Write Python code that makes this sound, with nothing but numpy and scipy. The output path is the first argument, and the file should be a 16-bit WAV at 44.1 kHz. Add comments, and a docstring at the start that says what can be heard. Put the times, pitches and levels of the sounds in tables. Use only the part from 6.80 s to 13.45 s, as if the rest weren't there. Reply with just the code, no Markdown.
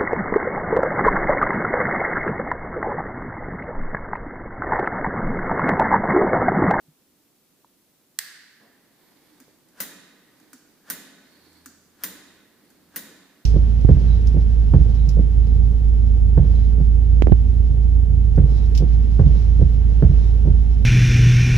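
"""A faint rumble and hiss with two soft knocks, then the sharp click of a handlebar switch: a parked
motorcycle in a hard-walled garage, heard from the seat. The rider shifts hold with a scuff. Four times the
throttle grip is twisted open, rubbing, against its stop and let go. Its spring spins it home, where it
slaps and rattles; the impacts excite the resonances of the housing and the low modes of the handlebar.
Reflections from the walls prolong every click as reverberation."""
import sys
import numpy as np
from scipy import signal
from scipy.fft import rfft, irfft, next_fast_len
from scipy.io import wavfile

SR = 44100
rng = np.random.default_rng(int(sys.argv[2]) if len(sys.argv) > 2 else 0)


def digitize_waveform(pressure):
    """Quantize a signal to 16-bit integers and store it at the path in sys.argv[1].

    Rows of a 2-D input are taken as channels; values are limited to [-1, 1].
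    """
    field = np.atleast_2d(pressure).T
    bounded = np.clip(field, -1, 1)
    quanta = np.round(bounded * 32767).astype(np.int16)
    wavfile.write(sys.argv[1], SR, quanta)


N = 293286
CLOCK = np.arange(N) / SR  # time in the scene
T = np.arange(SR // 2) / SR  # time since a blow


def amp(db):
    """Amplitude ratio of a level in decibels."""
    return 10 ** (np.asarray(db) / 20)


def unit(x):
    """Normalisation to rms 1."""
    return x / np.sqrt(np.mean(x ** 2) + 1e-20)


def blow(x):
    """Normalisation to the energy of four milliseconds at rms 1."""
    return unit(x) * np.sqrt(.004 * SR / x.shape[-1])


def along(points, hz):
    """Interpolation of (frequency_hz, value) points on a logarithmic frequency axis."""
    frequencies, values = np.transpose(points)
    return np.interp(np.log(hz + 1), np.log(frequencies), values)


def fade(t60, delay=0):
    """Exponential decay after a delay: 60 dB in t60 seconds."""
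    return (T >= delay) * amp(-60 * np.abs(T - delay) / t60)


def onset(rise_s):
    """Smooth build-up of a vibration from rest."""
    return 1 - np.exp(-(T / rise_s) ** 2)


def ramp(start_s, rise_s):
    """Linear rise from 0 to 1."""
    return np.clip((CLOCK - start_s) / rise_s, 0, 1)


def wobble(rate_hz):
    """Random modulation: straight lines between Gaussian knots."""
    knots = rng.standard_normal(int(N * rate_hz / SR) + 2)
    return np.interp(np.arange(N) * rate_hz / SR, np.arange(len(knots)), knots)


def add(track, start_s, x):
    """Superposition of x on the track."""
    part = track[:, round(start_s * SR):][:, :x.shape[-1]]
    part += x[..., :part.shape[-1]]


def panned(x, left_db):
    """Level difference between the ears: left exceeds right by left_db."""
    return x * amp(np.array([[left_db], [-left_db]]) / 2)


def filtered(x, response):
    """Linear filtering: the spectrum times a frequency response."""
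    size = next_fast_len(x.shape[-1] + 8192)
    hz = np.fft.rfftfreq(size, 1 / SR)
    return irfft(rfft(x, size) * response(hz), size)[..., :x.shape[-1]]


def coloured(x, spectrum):
    """Spectral shaping by (frequency_hz, gain_db) points."""
    return filtered(x, lambda hz: amp(along(spectrum, hz)))


def resonate(x, body):
    """Forced response of parallel second-order resonators of alternating sign."""
    return filtered(x, lambda hz: sum(
        (-1) ** k * amp(db) * 1j * hz * width / (centre ** 2 - hz ** 2 + 1j * hz * width)
        for k, (centre, width, db) in enumerate(body)))


# left-right likeness of diffuse and of near sound: frequency_hz, coherence
DIFFUSE = [(30, 0.53), (80, 0.44), (150, 0.89), (600, 0.7), (1500, 0.83), (3000, 0.26), (6000, 0.076),
           (15000, 0.028)]
NEAR = [(200, 0.76), (1200, 0.95), (1900, 0.81), (5000, 0.58), (9000, 0.33), (14000, 0.078)]

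def noise(coherence, size):
    """Partially coherent white noise: the balance of mid and side sets how alike the ears are."""
    def weights(hz):
        angle = np.arccos(np.clip(along(coherence, hz), -1, 1)) / 2
        return np.array([np.cos(angle), np.sin(angle)])
    mid, side = filtered(rng.standard_normal((2, size)), weights)
    return np.array([mid + side, mid - side])


# spectra of the low rumble and of the microphone's hiss: frequency_hz, gain_db
RUMBLE_SPECTRUM = [(25, -18), (60, -16), (110, -10), (170, -1), (290, 1), (450, -7.5), (800, -16.5),
                   (1600, -18.5), (4000, -26.5), (15000, -70)]
HISS_SPECTRUM = [(25, -3), (100, 4), (500, 3.5), (1500, -3.5), (4000, 0.5), (9000, 0), (15000, 3)]
# swells of a low hum: crest_s, half_width_s, level_db
HUM_SWELLS = [(4.82, 0.25, -68), (5.3, .1, -69), (5.55, 0.11, -75.5), (6.15, 0.32, -75)]

def background(rumble_db=-68, hiss_db=-63, hum_hz=81.5):
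    """Noise floor: the garage's diffuse rumble, a pure tone that swells and fades, and microphone hiss."""
    rumble = amp(rumble_db) * unit(coloured(noise(DIFFUSE, N), RUMBLE_SPECTRUM))
    swells = sum(amp(db) * np.exp(-((CLOCK - crest) / width) ** 2) for crest, width, db in HUM_SWELLS)
    hum = swells * unit(np.sin(2 * np.pi * hum_hz * CLOCK))
    hiss = amp(hiss_db) * unit(coloured(noise(DIFFUSE, N), HISS_SPECTRUM))
    return panned(rumble + hum, left_db=-4) + hiss


# reverberation time of the garage: frequency_hz, t60_s
GARAGE_T60 = [(120, 0.48), (280, 1.5), (700, 1.64), (1800, 1.5), (4000, 1.26), (7500, 0.79), (10000, 0.63),
              (14000, 0.37)]
# spectrum of its reflections: frequency_hz, gain_db
GARAGE_SPECTRUM = [(60, -27), (200, 4), (700, -14), (4000, 2.5), (7300, -0.5), (14000, -11)]

def garage_tail(spectrum=GARAGE_SPECTRUM):
    """Diffuse reverberation of energy 1; absorption takes the high treble first."""
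    hz, t, bands = signal.stft(noise(DIFFUSE, SR), SR, nperseg=512)
    level_db = along(spectrum, hz)[:, None] - 60 * t / along(GARAGE_T60, hz)[:, None]
    tail = signal.istft(bands * amp(level_db), SR, nperseg=512)[1]
    age = np.arange(tail.shape[1]) / SR
    tail = tail * (1 - np.exp(-age / 0.0038))
    return panned(unit(tail), left_db=-2) / np.sqrt(len(age))


def in_garage(x, wet_db):
    """Direct sound plus its convolution with the room's impulse response."""
    out = amp(wet_db) * signal.fftconvolve(x, garage_tail(), axes=1)
    add(out, 0, x)
    return out


# soft knocks near the microphone: start_s, level_db, pitch_hz, t60_s, rise_s
KNOCKS = [(0.079, -44.5, 153, 0.12, 0.0051), (0.8456, -39, 960, 0.013, 0.00067),
          (2.681, -44, 422, 0.015, 0.00037)]

def knocks():
    """Heavily damped oscillation: each knock is one short-lived sinusoid."""
    out = np.zeros((2, N))
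    for start_s, db, hz, t60, rise_s in KNOCKS:
        add(out, start_s, amp(db) * fade(t60) * onset(rise_s) * np.sin(2 * np.pi * hz * T))
    return out


SCUFF_S, LEAN_RISE_S = 1.8, 0.3  # the rider shifts hold and leans on the machine
# spectrum of the scuff: frequency_hz, gain_db
SCUFF_SPECTRUM = [(60, -24), (220, 6), (600, 0), (1200, -5), (2500, -21), (8000, -33)]

def rider(scuff_db=-57.5, scuff_t60_s=1, lean_db=-64.5):
    """Friction noise: a scuff decays in the garage; the rider's weight keeps the machine rumbling."""
    decay = ramp(SCUFF_S, rise_s=.015) * amp(scuff_db - 60 * np.abs(CLOCK - SCUFF_S) / scuff_t60_s)
    scuff = decay * unit(coloured(noise(DIFFUSE, N), SCUFF_SPECTRUM))
    weight = ramp(SCUFF_S, LEAN_RISE_S) * amp(lean_db + wobble(5.1))
    lean = weight * unit(coloured(noise(DIFFUSE, N), RUMBLE_SPECTRUM))
    return panned(scuff + lean, left_db=-1)


def squeak(start_s=2.175, length_s=.18, start_hz=12250, fall_hz_per_s=3700, level_db=-72):
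    """Frequency modulation: a thin tone wavers and sags as the bars start to swing."""
    age = np.clip(CLOCK - start_s, 0, length_s)
    pitch = (start_hz - fall_hz_per_s * age) * (1 + 0.0044 * wobble(200))
    tone = unit(np.sin(2 * np.pi * np.cumsum(pitch) / SR))
    return panned(amp(level_db) * np.sin(np.pi * age / length_s) * tone, left_db=-4.5)


# turns of the grip: start_s, length_s, friction_db, cable_db
TURNS = [(2.11, 0.5, -69.5, -94), (3.417, 0.4, -73.5, -90), (4.382, .4, -67.5, -66.5),
         (5.686, 0.32, -75, -76)]
# resonances of the rubbing grip and of the cable in its sleeve: centre_hz, width_hz, gain_db
RUB_RESONANCES = [(354, 130, 3), (920, 360, 1), (1770, 420, 1.5), (2250, 380, 0), (3460, 790, -3.5),
                  (4600, 890, -1), (7240, 5600, -10.5), (12900, 4000, -8.5)]
CABLE_RESONANCES = [(4360, 230, 0)]

def rubbing(touch_db=-73, drone_db=-66.5, drone_hz=304, drone_width_hz=25):
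    """Sliding friction drives grip, cable and a droning bar mode; the resting hand rubs lightly too."""
    grip = amp(touch_db) * ramp(SCUFF_S, LEAN_RISE_S)
    cable = drone = 0
    for start_s, length_s, friction_db, cable_db in TURNS:
        stroke = ramp(start_s, 0.14) * (1 - ramp(start_s + length_s, 0.24))  # attack, hold, release
        grip += amp(friction_db) * stroke
        cable += amp(cable_db) * stroke
        drone += amp(drone_db) * stroke
    layers = [(grip, RUB_RESONANCES), (cable, CABLE_RESONANCES), (drone, [(drone_hz, drone_width_hz, 0)])]
    friction = sum(level * unit(resonate(noise(DIFFUSE, N), body)) for level, body in layers)
    unevenness = amp(1.4 * wobble(7.34) + 1.4 * wobble(150))
    return panned(friction * unevenness, left_db=-4)


# the opening grip meets its stop or ticks on the way: start_s, tick_db, relative_bar_db
STOP_CONTACTS = [(2.601, -48.5, -49), (2.886, -59, -78), (3.5998, -55.5, -55), (3.731, -40.5, -46.5),
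                 (4.729, -58, -67), (4.859, -37, -45.5), (5.9027, -54.5, -55)]
# resonances of the stop: centre_hz, width_hz, gain_db
STOP_RESONANCES = [(1525, 270, 6), (4660, 380, -2.5), (5920, 1200, -2), (6900, 320, 3), (7550, 440, 0),
                   (9600, 1300, -1.5), (12000, 2000, -5), (14600, 490, 4)]

def throttle_stops():
    """Cushioned impact: a light tick, and a bar damped by the hand to one short, sagging note."""
    ticks, nudges = np.zeros((2, 2, N))
    pitch_hz = 215 + 100 * fade(.16)
    nudge = np.sin(2 * np.pi * np.cumsum(pitch_hz) / SR) * fade(0.076) * onset(0.015)
    for start_s, tick_db, bar_db in STOP_CONTACTS:
        contact = noise(NEAR, len(T)) * (fade(0.032) + 0.19 * fade(0.25))
        add(ticks, start_s, amp(tick_db) * blow(resonate(contact, STOP_RESONANCES)))
        add(nudges, start_s, amp(bar_db + 4) * blow(nudge))
    return in_garage(panned(ticks, left_db=-1), wet_db=-5)[:, :N] + panned(nudges, left_db=-2)


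def ring(modes, rise_s, scatter_db):
    """Free vibration as a sum of damped modes; short waves reach left and right out of phase."""
    out = 0
    for hz, db, t60 in modes:
        phase = rng.uniform(0, 2 * np.pi)
        skew = np.array([[1], [-1]]) * rng.choice([-1, 1]) * min(hz / 5000, .6)
        strength = amp(db + scatter_db * rng.normal())
        out += strength * fade(t60) * np.sin(2 * np.pi * hz * T + phase + skew)
    return out * onset(rise_s)


# modes of the switch: pitch_hz, level_db, t60_s
SWITCH_MODES = [(1160, -14, 0.0061), (1620, -19.5, 0.026), (1830, -17.5, 0.026), (2780, -14, 0.011),
                (3320, -15.5, 0.014), (4150, -1, 0.007), (4700, -3, 0.0079), (5890, -2, 0.0085),
                (7560, 6.5, 0.005), (8600, 0, 0.006), (10040, -9, 0.0076), (11100, -9, 0.01),
                (12260, -3.5, 0.0064), (15150, -2, 0.008)]
# spectrum it radiates toward the walls: frequency_hz, gain_db
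SWITCH_RADIATION = [(200, -27), (900, -23.5), (1300, -15), (1720, 0), (2000, -3.5), (2400, -12),
                    (3500, -10.5), (4700, -5), (5500, -10.5), (6800, -11.5), (8200, -8.5), (10500, -12.5),
                    (15000, -8)]

def switch(start_s=1.3882, level_db=-19):
    """Impulse excitation: a faint touch, then one hard click, scattered by the cockpit and the walls."""
    out = np.zeros((2, N))
    click = blow(ring(SWITCH_MODES, rise_s=.0009, scatter_db=.5))
    scatter = blow(coloured(noise(NEAR, len(T)), SWITCH_RADIATION) * fade(0.043, delay=0.00133))
    add(out, start_s - .002, amp(level_db - 22) * scatter)  # the touch
    add(out, start_s, amp(level_db) * panned(click + amp(-8.5) * scatter, left_db=-2.5))
    add(out, start_s + 0.0027, amp(level_db - 6) * blow(garage_tail(SWITCH_RADIATION)))
    return out


# modes of the handlebar: pitch_hz, level_db, t60_s
BAR_MODES = [(179, -4, 0.17), (205, -1.5, 0.13), (242.3, -10.5, 0.13), (275.4, 0.5, 0.12),
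             (317.7, -7, 0.15), (345, -8, 0.11), (447.5, -13, 0.18)]

def handlebar():
    """Free vibration of the struck bar: a low shudder."""
    return panned(blow(ring(BAR_MODES, rise_s=0.0067, scatter_db=0)), left_db=-0.5)


# resonances of the sliding grip: centre_hz, width_hz, gain_db
SLIDE_RESONANCES = [(586, 1800, 13.5), (1640, 185, 24.5), (3770, 5400, -1)]

def grip_slide():
    """Friction noise grows exponentially as the grip slides home ever faster."""
    return unit(resonate(noise(NEAR, len(T)), SLIDE_RESONANCES)) * fade(0.17)[::-1]


def rattle(rebound_s):
    """Incoherent contacts add in power: the envelope of a slap, a rebound and weakening, uneven chatter."""
    delays = rebound_s + np.cumsum(rng.uniform(.002, 0.0048, size=9))
    chatter = sum(amp(-60 * delay / 0.21) * fade(0.0056, delay) ** 2 for delay in delays)
    blows = fade(0.0045) ** 2 + .5 * fade(0.011, rebound_s) ** 2
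    tail = 0.24 * fade(0.066) ** 2 + 0.027 * fade(0.24) ** 2
    return np.sqrt(blows + 0.15 * chatter + tail)


# resonances of the throttle housing: centre_hz, width_hz, gain_db
HOUSING_RESONANCES = [(500, 280, -11), (1083, 91, -5.5), (1535, 203, 0), (1960, 166, 2.5),
                      (3160, 490, -6.5), (3900, 690, -6), (6070, 1450, -4.5), (7060, 340, -2),
                      (9660, 720, 1), (11260, 900, -5.5), (13970, 710, 8.5), (14230, 570, 1.5),
                      (15300, 750, 4.5)]
# stereo balance of the slap: frequency_hz, left_over_right_db
SLAP_BALANCE = [(200, -7), (1800, -3), (4000, -1.5), (7000, 0), (9600, -4), (12000, -4), (13600, 11.5),
                (15000, -7)]

def grip_slap(rebound_s):
    """Impacts force the housing into resonance; the bare contacts, too small to radiate bass, add a crack."""
    contacts = rattle(rebound_s)
    body = blow(resonate(noise(NEAR, len(T)) * contacts, HOUSING_RESONANCES))
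    crack = blow(coloured(noise(NEAR, len(T)) * contacts, [(40, -13), (200, -5)]))
    slap = body + amp(-11.5) * crack
    return filtered(slap, lambda hz: amp(np.outer([.5, -.5], along(SLAP_BALANCE, hz))))


# spectrum the housing radiates toward the walls: frequency_hz, gain_db
HOUSING_RADIATION = [(50, -17), (200, 7), (600, 3), (750, -2.5), (1700, 2.5), (2400, -2), (3800, 2),
                     (5600, 0.5), (7400, 5), (8000, -4), (9600, 3), (10500, -2), (11200, 4), (14200, 8)]
# narrow resonances of the steel tube and its fittings: centre_hz, width_hz, gain_db
STEEL_RESONANCES = [(1494, 21, 6.5), (1730, 28, 6.5), (1894, 36, 6), (2070, 39, 1.5), (2447, 29, -1.5),
                    (3757, 44, -1), (7210, 100, -2), (9370, 440, 1)]
# the grip snaps home: impact_s, relative_slap_db, relative_bar_db, rebound_delay_s, slide_db
SNAPS = [(3.0031, -18.5, -43, 0.0054, -46), (4.1006, -19, -41, 0.0062, -45.5),
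         (5.2363, -19, -42, 0.0053, -46.5), (6.1606, -21, -43.5, 0.0047, -51.5)]

def throttle_snaps():
    """The spring's stored energy drives the grip into its rest; the impact excites housing, bar and room."""
    out = np.zeros((2, N))
    for impact_s, slap_db, bar_db, rebound_s, slide_db in SNAPS:
        add(out, impact_s - len(T) / SR, amp(slide_db) * grip_slide())
        add(out, impact_s, amp(slap_db - 0.54) * grip_slap(rebound_s))
        # the walls prolong the broad clack and the tube's steely notes
        clack = blow(garage_tail(HOUSING_RADIATION))
        steel = blow(resonate(garage_tail(), STEEL_RESONANCES))
        add(out, impact_s + .004, amp(slap_db - 7) * (clack + amp(-7.5) * steel))
        add(out, impact_s, amp(bar_db + 3.5) * in_garage(handlebar(), wet_db=-0.5))
    return out


def scene():
    """Superposition of all sources at the rider's seat."""
    controls = switch() + throttle_snaps() + throttle_stops() + rubbing()
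    return controls + squeak() + rider() + knocks() + background()


def record(dry, cutoff_hz=15200):
    """Band limiting: a steep low-pass filter removes the highest treble."""
    return filtered(dry, lambda hz: 1 / np.sqrt(1 + (hz / cutoff_hz) ** 160))


dry = scene()
out = record(dry)
digitize_waveform(out)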